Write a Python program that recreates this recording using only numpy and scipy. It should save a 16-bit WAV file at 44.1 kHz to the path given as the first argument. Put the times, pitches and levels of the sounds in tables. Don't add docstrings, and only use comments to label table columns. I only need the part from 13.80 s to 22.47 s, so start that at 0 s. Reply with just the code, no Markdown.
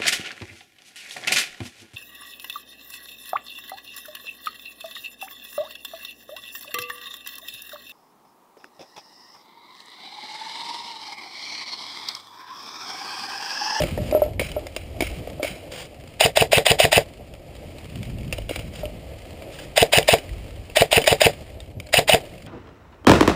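import sys
import numpy as np
from scipy import signal
from scipy.fft import rfft, irfft, next_fast_len
from scipy.io import wavfile
from scipy.ndimage import map_coordinates

SR = 44100
rng = np.random.default_rng(int(sys.argv[2]) if len(sys.argv) > 2 else 0)


def bounce(signal):
    frames = np.transpose(np.atleast_2d(signal))
    limited = np.clip(frames, -1, 1)
    pcm = np.round(limited * 32767).astype(np.int16)
    wavfile.write(sys.argv[1], SR, pcm)


N = 382347


def amp(db):
    return 10 ** (np.asarray(db) / 20)


def unit(x):
    return x / np.sqrt(np.mean(x ** 2) + 1e-20)


def coloured(x, spectrum):
    f, db = np.transpose(spectrum)
    hz = np.fft.rfftfreq(4096, 1 / SR)
    gain = amp(np.interp(np.log(hz + 1), np.log(f + 1), db))
    cepstrum = irfft(np.log(gain + 1e-6))
    cepstrum[1:2048] *= 2
    cepstrum[2049:] = 0
    pulse = irfft(np.exp(rfft(cepstrum)))
    return signal.fftconvolve(x, pulse / np.linalg.norm(pulse))[:len(x)]


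def wobble(rate, size=N):
    knots = rng.standard_normal(int(size * rate / SR) + 4)
    return map_coordinates(knots, [np.arange(size) * rate / SR])


def add(out, s, sound):
    part = out[max(round(s * SR), 0):][:len(sound)]
    part += sound[:len(part)]


def ring(modes, t, attack, scatter_db):
    total = np.zeros(len(t))
    for hz, db, t60 in modes:
        level = amp(db + scatter_db * rng.standard_normal() - 60 * t / t60)
        total += level * np.sin(2 * np.pi * hz * t)
    return total * (1 - np.exp(-t / attack))


def burst(t, t60):
    edge = 0.64 * amp(-60 * t / 0.0018)
    return (amp(-60 * t / t60) + edge) * rng.standard_normal(len(t))


def level_curve(s, db):
    return amp(np.interp(np.arange(N) / SR, s, db))


# time in seconds, deep buffeting in dB, flutter in dB.
WIND_LEVELS = [(0.0, -27, -20), (0.1, -38, -39), (0.21, -30.5, -25.5), (0.38, -40.5, -44.5),
               (0.5, -28, -31), (0.65, -33, -31), (0.86, -45, -50), (1.09, -42, -42), (1.31, -31, -36.5),
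               (1.54, -45.5, -44), (4.12, -45.5, -44.5), (4.3, -37, -32), (4.45, -31, -27.5),
               (4.6, -30.5, -41), (4.85, -42, -42.5), (5.09, -31, -36.5), (5.2, -37, -44), (5.4, -41, -43),
               (5.9, -46, -45.5), (6.44, -43, -50.5), (6.53, -32, -40.5), (6.8, -36, -41),
               (6.9, -46.5, -48.5), (8.67, -46, -44)]
# frequency in Hz, relative level in dB.
BUFFET_COLOUR = [(12, -36), (20, -15), (59, 0.5), (110, -7.5), (140, -43), (240, -120)]
# frequency in Hz, relative level in dB.
FLUTTER_COLOUR = [(47, -34), (80, -2.5), (151, -4.5), (252, -12.5), (302, -15.5), (450, -24), (580, -54),
                  (990, -120)]


def wind():
    s, deep_db, flutter_db = np.transpose(WIND_LEVELS)
    deep_lumps = amp(2.1 * wobble(6) + 1.25 * wobble(20))
    deep = unit(deep_lumps * coloured(rng.standard_normal(N), BUFFET_COLOUR))
    flutter_lumps = amp(2 * wobble(8) + 3.9 * wobble(35))
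    flutter = unit(flutter_lumps * coloured(rng.standard_normal(N), FLUTTER_COLOUR))
    return level_curve(s, deep_db) * deep + level_curve(s, flutter_db) * flutter


# time in seconds, low murmur in dB, leaves in dB.
AIR_LEVELS = [(0.0, -32.5, -36.5), (0.17, -41.5, -45), (0.42, -29.5, -43.5), (0.59, -48, -57),
              (0.75, -39.5, -49.5), (1.02, -43.5, -52), (1.32, -41, -46), (1.84, -42.5, -51),
              (2.02, -45, -52.5), (2.3, -47.5, -52.5), (3.25, -44, -50), (3.55, -47, -55),
              (3.8, -45.5, -49), (4.22, -46.5, -48), (4.65, -45, -53.5), (5.09, -44, -49), (6.4, -44, -47),
              (6.95, -47, -50.5), (7.53, -45.5, -46), (8.05, -47.5, -61.5), (8.4, -39, -46.5),
              (8.67, -50, -53.5)]
# frequency in Hz, relative level in dB.
MURMUR_COLOUR = [(150, -30), (250, -9), (323, -5), (393, -9), (457, -6), (568, -3), (623, -4), (705, -7.5),
                 (1200, -35), (1560, -45), (2640, -120)]


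def murmur():
    s, murmur_db, _ = np.transpose(AIR_LEVELS)
    wavering = amp(2 * wobble(30))
    noise = unit(wavering * coloured(rng.standard_normal(N), MURMUR_COLOUR))
    return level_curve(s, murmur_db) * noise


TWIGS_PER_S, TWIG_DB, TWIG_SPREAD_DB = 20, 4, 3.5
# frequency in Hz, relative level in dB.
LEAVES_COLOUR = [(590, 0.5), (1000, -4), (1150, -3), (1330, -2), (1420, -9.5), (1720, -2.5), (1850, -2.5),
                 (2180, 1.5), (2510, 2), (3150, 0.5), (3660, -6), (4970, -4), (6000, -16.5), (7800, -44),
                 (13200, -120)]


def leaves():
    s, _, leaves_db = np.transpose(AIR_LEVELS)
    snaps_now = rng.random(N) < TWIGS_PER_S / SR
    ticks = snaps_now * amp(TWIG_DB + TWIG_SPREAD_DB * rng.standard_normal(N))
    fading_ticks = signal.lfilter([1], [1, -np.exp(-1 / (0.0032 * SR))], ticks)
    crackle = amp(0.97 * wobble(110)) + fading_ticks
    return level_curve(s, leaves_db) * unit(coloured(crackle * rng.standard_normal(N), LEAVES_COLOUR))


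# time in seconds, level in dB, damping (divides the ring times).
CASE_KNOCKS = [(0.002, -13.5, 0.84), (0.176, -19.5, 0.8), (0.325, -7.5, 1.6), (0.349, -4, 1.03),
               (0.375, -15, 1.26), (0.419, -6, 1.2), (0.462, -21, 3.3), (0.765, -10.5, 1.7),
               (1.597, -17.5, 1.44), (5.033, -19, 0.95)]
# frequency in Hz, level in dB, time to fall 60 dB in seconds.
CASE_MODES = [(603.7, -1, 0.14), (1325, -29, 0.16), (424, -15, 0.103)]


def knocks():
    rings, clicks = np.zeros((2, N))
    t = np.arange(SR // 4) / SR
    for s, db, damping in CASE_KNOCKS:
        modes = [(hz, level, t60 / damping) for hz, level, t60 in CASE_MODES]
        wavering = amp(db - 1.5 + 1.5 * wobble(150, len(t)))
        add(rings, s, wavering * ring(modes, t, 0.0006, 0.91))
        add(clicks, s, amp(db - 8.5) * burst(t, 0.011))
    return rings + coloured(clicks, MURMUR_COLOUR)


# time in seconds, level in dB, pitch in Hz, echo in dB relative to the crack.
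RIVAL_SHOTS = [(0.0195, -15, 2840, -21.5), (0.595, -14, 2230, -17), (1.2058, -13.5, 2250, -18.5),
               (1.6291, -17, 2270, -13.5), (4.6929, -21.5, 2850, -15)]
RIVAL_T60, RIVAL_THUD_DB = 0.037, -5.5
SECOND_S, SECOND_DB, SECOND_HZ, SECOND_THUD_DB = 0.0163, -8, 2225, 2
# time in seconds, level in dB, pitch in Hz,
# time to fall 60 dB in seconds, thud in dB relative to the click.
SMALL_CLICKS = [(0.1765, -33, 1850, 0.05, 8.5), (0.3117, -21, 2400, 0.018, -9),
                (0.7162, -26, 2980, 0.028, -18), (0.8679, -24.5, 2130, 0.024, -14),
                (0.9639, -17.5, 2730, 0.027, -5.5), (1.4726, -34.5, 2190, 0.024, 9),
                (2.238, -38.5, 2520, 0.017, 8), (2.277, -41, 4830, 0.022, -12),
                (3.5382, -36.5, 2560, 0.022, 0), (3.9838, -36, 4020, 0.02, -6),
                (4.157, -32, 2850, 0.037, -6), (4.2303, -26, 2330, 0.016, -25),
                (4.5259, -18, 2710, 0.043, -14), (4.5829, -27, 2900, .029, 2.5),
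                (4.62, -35.5, 2930, .03, -19), (4.7598, -22, 2350, 0.04, -14),
                (4.792, -30.5, 2830, 0.048, -18), (5.0549, -30, 3060, 0.02, -5),
                (5.6215, -33.5, 2300, 0.027, -8), (5.7028, -36, 2320, .025, -17),
                (5.788, -33.5, 1640, 0.042, -10), (6.2285, -18, 3025, 0.016, -14),
                (6.3837, -21, 2950, 0.029, -11), (6.492, -33, 1960, .029, -14),
                (6.8987, -32.5, 2700, .025, -16), (7.217, -21.5, 3060, 0.074, -7),
                (7.2408, -18.5, 2240, 0.051, -11), (7.5336, -30.5, 2780, 0.018, -7),
                (7.6221, -39, 2660, 0.015, -14), (7.6786, -36, 2110, .01, -22),
                (7.8032, -30.5, 3640, .03, -17), (7.86, -44, 3030, .02, -10),
                (8.0007, -24, 2260, 0.02, -31), (8.0696, -35.5, 4300, .025, -14),
                (8.089, -37.5, 2230, 0.048, -14)]
CLICK_ECHO_DB = -24.5
# first shot in seconds, number of shots, shots per second, level in dB.
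FAR_GUN_BURSTS = [(4.385, 3, 21.4, -37.5), (8.4115, 7, 23.8, -36.5)]
FAR_HZ, FAR_T60, FAR_THUD_DB = 2720, 0.029, -27
# frequency in Hz, relative level in dB.
DRAG_COLOUR = [(290, -63), (500, 5.5), (669, -4.5), (1070, -11), (1540, -10), (2990, -2), (3920, -8.5),
               (4260, -14.5), (4870, -4), (6000, -20), (7800, -33), (13200, -120)]
# frequency in Hz, relative level in dB.
ECHO_COLOUR = [(590, -40), (1000, -11), (1490, -7), (1910, -8), (2200, 4.5), (2770, 0), (3150, 0),
               (3630, -13), (3970, -2), (4310, -16), (4860, -5), (5650, -11.5), (6000, -33), (7800, -38),
               (13200, -120)]


def crack_events():
    events = []
    for s, db, hz, echo_db in RIVAL_SHOTS:
        events.append((s, db, hz, RIVAL_T60, RIVAL_THUD_DB, echo_db))
        events.append((s + SECOND_S, db + SECOND_DB, SECOND_HZ, RIVAL_T60, SECOND_THUD_DB, echo_db))
    for s, db, hz, t60, thud_db in SMALL_CLICKS:
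        events.append((s, db, hz, t60, thud_db, CLICK_ECHO_DB))
    for s, count, rate, db in FAR_GUN_BURSTS:
        for k in range(round(count)):
            shot_db = db + 1.2 * rng.standard_normal()
            hz = FAR_HZ * (1 + 0.125 * rng.standard_normal())
            events.append((s + k / rate, shot_db, hz, FAR_T60, FAR_THUD_DB, CLICK_ECHO_DB))
    return events


def cracks():
    snaps, echoes, thuds, tones = np.zeros((4, N))
    tail = np.arange(SR // 3) / SR
    t = tail[:SR // 12]
    for s, db, hz, t60, thud_db, echo_db in crack_events():
        add(snaps, s, amp(db - 5.5) * burst(t, t60))
        grain_db = 2.94 * wobble(107, len(tail))
        add(echoes, s, amp(db + echo_db + grain_db) * burst(tail, 0.52))
        add(tones, s, amp(db - 1) * ring([(hz, 0, 0.83 * t60)], t, 0.00028, 0))
        add(thuds, s, amp(db + thud_db + 2.5) * burst(t, t60))
    noise = coloured(snaps, DRAG_COLOUR) + coloured(echoes, ECHO_COLOUR) + coloured(thuds, MURMUR_COLOUR)
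    return noise + tones


DRAG_RISE_S, DRAG_FALL_S = 0.031, 0.069
# start in seconds, length before the fade in seconds, level in dB.
LEAF_DRAGS = [(0.195, 0.077, -42.5), (1.897, 0.12, -37), (4.919, 0.084, -41.5), (5.705, 0.12, -43)]


def rustles():
    t = np.arange(N) / SR
    roughness = amp(2.5 * wobble(160))
    drag = unit(coloured(roughness * rng.standard_normal(N), DRAG_COLOUR))
    strokes = np.zeros(N)
    for s, length, db in LEAF_DRAGS:
        end = s + length
        strokes += amp(db) * np.interp(t, [s, s + DRAG_RISE_S, end, end + DRAG_FALL_S], [0, 1, 1, 0])
    return strokes * drag


# piston slam in seconds, motor in dB, gear catch in dB, slam in dB,
# and how many seconds before the slam the motor starts.
TRIGGER_PULLS = [(2.4558, 0, 0.5, -2, 0.056), (2.6192, -2, 1.5, -1, 0.061), (2.778, 0, 0, 0, 0.06),
                 (2.913, 0.5, -0.5, 0.5, .0583), (3.0478, 0, 1, 0, 0.06), (3.1751, 1, -2, 0, 0.058),
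                 (6.0238, -1.5, 0.5, -1, .0616), (6.181, 1.5, -1.5, 0.5, 0.057),
                 (6.3346, 0.5, 0.5, -0.5, 0.057), (7.0163, -1, 0.5, 0, 0.06), (7.1754, 0, -0.5, 0, .0616),
                 (7.3233, -2, 1.5, -0.5, 0.061), (7.463, 1, 0.5, 1, 0.058), (8.1873, 0, 0, -1.5, 0.058),
                 (8.3419, 0, 0, -0.5, 0.064)]
# seconds from the slam (the first two rows: from the motor's start),
# shaft turns per second, gear noise in dB, whine in dB.
GEARBOX_CYCLE = [(-.006, 198.8, -43.5, -69), (.0015, 240, -21, -44), (-.049, 275, -16, -46),
                 (-.042, 281, -21, -18.5), (-.025, 295, -21, -19), (-.011, 296, -19, -13.5),
                 (-.005, 288, -20, -13.5), (-.0005, 278, -19, -30), (.008, 265, -26.5, -22.5),
                 (0.013, 255, -27.5, -29), (.041, 267, -37, -25), (.066, 230, -53, -50)]
# multiple of the shaft speed, level in dB.
WHINE_ORDERS = [(2.5, -10.5), (7, -25), (9, -5), (10, -4.5)]
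# frequency in Hz, relative level in dB.
GEAR_COLOUR = [(240, -44), (400, -6.5), (781, 0), (1260, -14), (1910, 0), (2970, -2), (3520, -3.5),
               (3990, -3.5), (4370, -13), (4950, 0.5), (5240, -11), (5480, -9.5), (6000, -28.5),
               (7800, -38), (13200, -120)]
# seconds from the slam, level in dB, time to fall 60 dB in seconds.
SHARP_CONTACTS = [(-.0474, -8.5, 0.027), (-.0064, -11, 0.0071), (.0041, -7.5, 0.011),
                  (.0091, -20.5, 0.0079)]
# frequency in Hz, level in dB, time to fall 60 dB in seconds.
CATCH_MODES = [(620, 5, 0.024), (670, -65, 0.029), (449, -33.5, 0.073), (3635, -5.5, 0.023)]
# seconds from the slam, level in dB.
PISTON_BLOWS = [(-.0066, -16), (.0003, -0.5), (.0046, 4.5), (.0089, -43), (.0131, -5), (.02, -8.5),
                (.0268, -10), (.032, -11), (.0385, -10.5)]
# frequency in Hz, level in dB, time to fall 60 dB in seconds.
RECEIVER_MODES = [(462.6, -15.5, 0.039), (559, -15.5, 0.059), (658, -12.5, 0.038), (724, -29, 0.067),
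                  (148, -28, 0.069)]


def gearbox(when, u):
    _, turns, noise_db, whine_db = np.transpose(GEARBOX_CYCLE)
    unsteady = 1 + 0.00634 * rng.standard_normal() + 0.0044 * wobble(300, len(u))
    angle = 2 * np.pi * np.cumsum(np.interp(u, when, turns) * unsteady) / SR
    whine = np.zeros(len(u))
    for order, db in WHINE_ORDERS:
        whine += amp(db + 5.3 * wobble(406.4, len(u))) * np.sin(order * angle + 7 * rng.random())
    loaded = amp(-1500 * np.clip(u - 0.01, 0, 1))
    whine *= amp(np.interp(u, when, whine_db)) * loaded
    teeth = amp(1.96 * np.cos(angle + 7 * rng.random()) + 0.6 * wobble(497, len(u)))
    noise = amp(np.interp(u, when, noise_db)) * teeth * rng.standard_normal(len(u))
    return whine, noise


def rifle():
    tones, metal = np.zeros((2, N))
    t = np.arange(SR // 8) / SR
    s = np.transpose(GEARBOX_CYCLE)[0]
    for slam_s, motor_db, catch_db, slam_db, lead in TRIGGER_PULLS:
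        when = s - lead * (np.arange(len(s)) < 2)
        u = np.arange(when[0], when[-1], 1 / SR)
        whine, noise = gearbox(when, u)
        add(tones, slam_s + u[0], amp(motor_db) * whine)
        add(metal, slam_s + u[0], amp(motor_db) * noise)
        for k, (delay, db, t60) in enumerate(SHARP_CONTACTS):
            pull_db = catch_db if k == 0 else slam_db
            add(metal, slam_s + delay, amp(db + pull_db) * burst(t, t60))
        add(tones, slam_s - 0.0472, -amp(catch_db) * ring(CATCH_MODES, t, 0.0025, 1.5))
        for delay, db in PISTON_BLOWS:
            attack = 0.0003 if db > -5 else 0.0012
            add(tones, slam_s + delay, amp(slam_db + db) * ring(RECEIVER_MODES, t, attack, 3.1))
        swing = -np.cos(2 * np.pi * 132 * (u + 0.0017)) * np.exp(-((u + 0.0004) / 0.0058) ** 2)
        add(tones, slam_s + u[0], amp(slam_db - 14.5) * swing)
    return tones + coloured(metal, GEAR_COLOUR)


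def scene():
    surroundings = wind() + murmur() + leaves() + rustles()
    return (surroundings + knocks() + cracks() + rifle())[None]


HOLD_HZ = 12000
TOP_HZ, END_HZ = 15250, 16500


def record(dry):
    m = next_fast_len(N + SR // 2)
    hz = np.fft.rfftfreq(m, 1 / SR)
    soft = dry / (1 + np.abs(dry / 0.88) ** 6) ** (1 / 6)
    kept = (hz < HOLD_HZ / 2) * (hz > 18)
    sampled = irfft(rfft(soft, m) * kept, m)
    mirrored = sampled * (1 + 2 * np.cos(2 * np.pi * HOLD_HZ * np.arange(m) / SR))
    holding = np.sinc(hz / HOLD_HZ)
    edge = amp(-np.clip(hz - TOP_HZ, 0, 500) * 0.07) * (hz < END_HZ)
    return irfft(rfft(mirrored) * holding * edge, m)[:, :N]


dry = scene()
out = record(dry)
bounce(out)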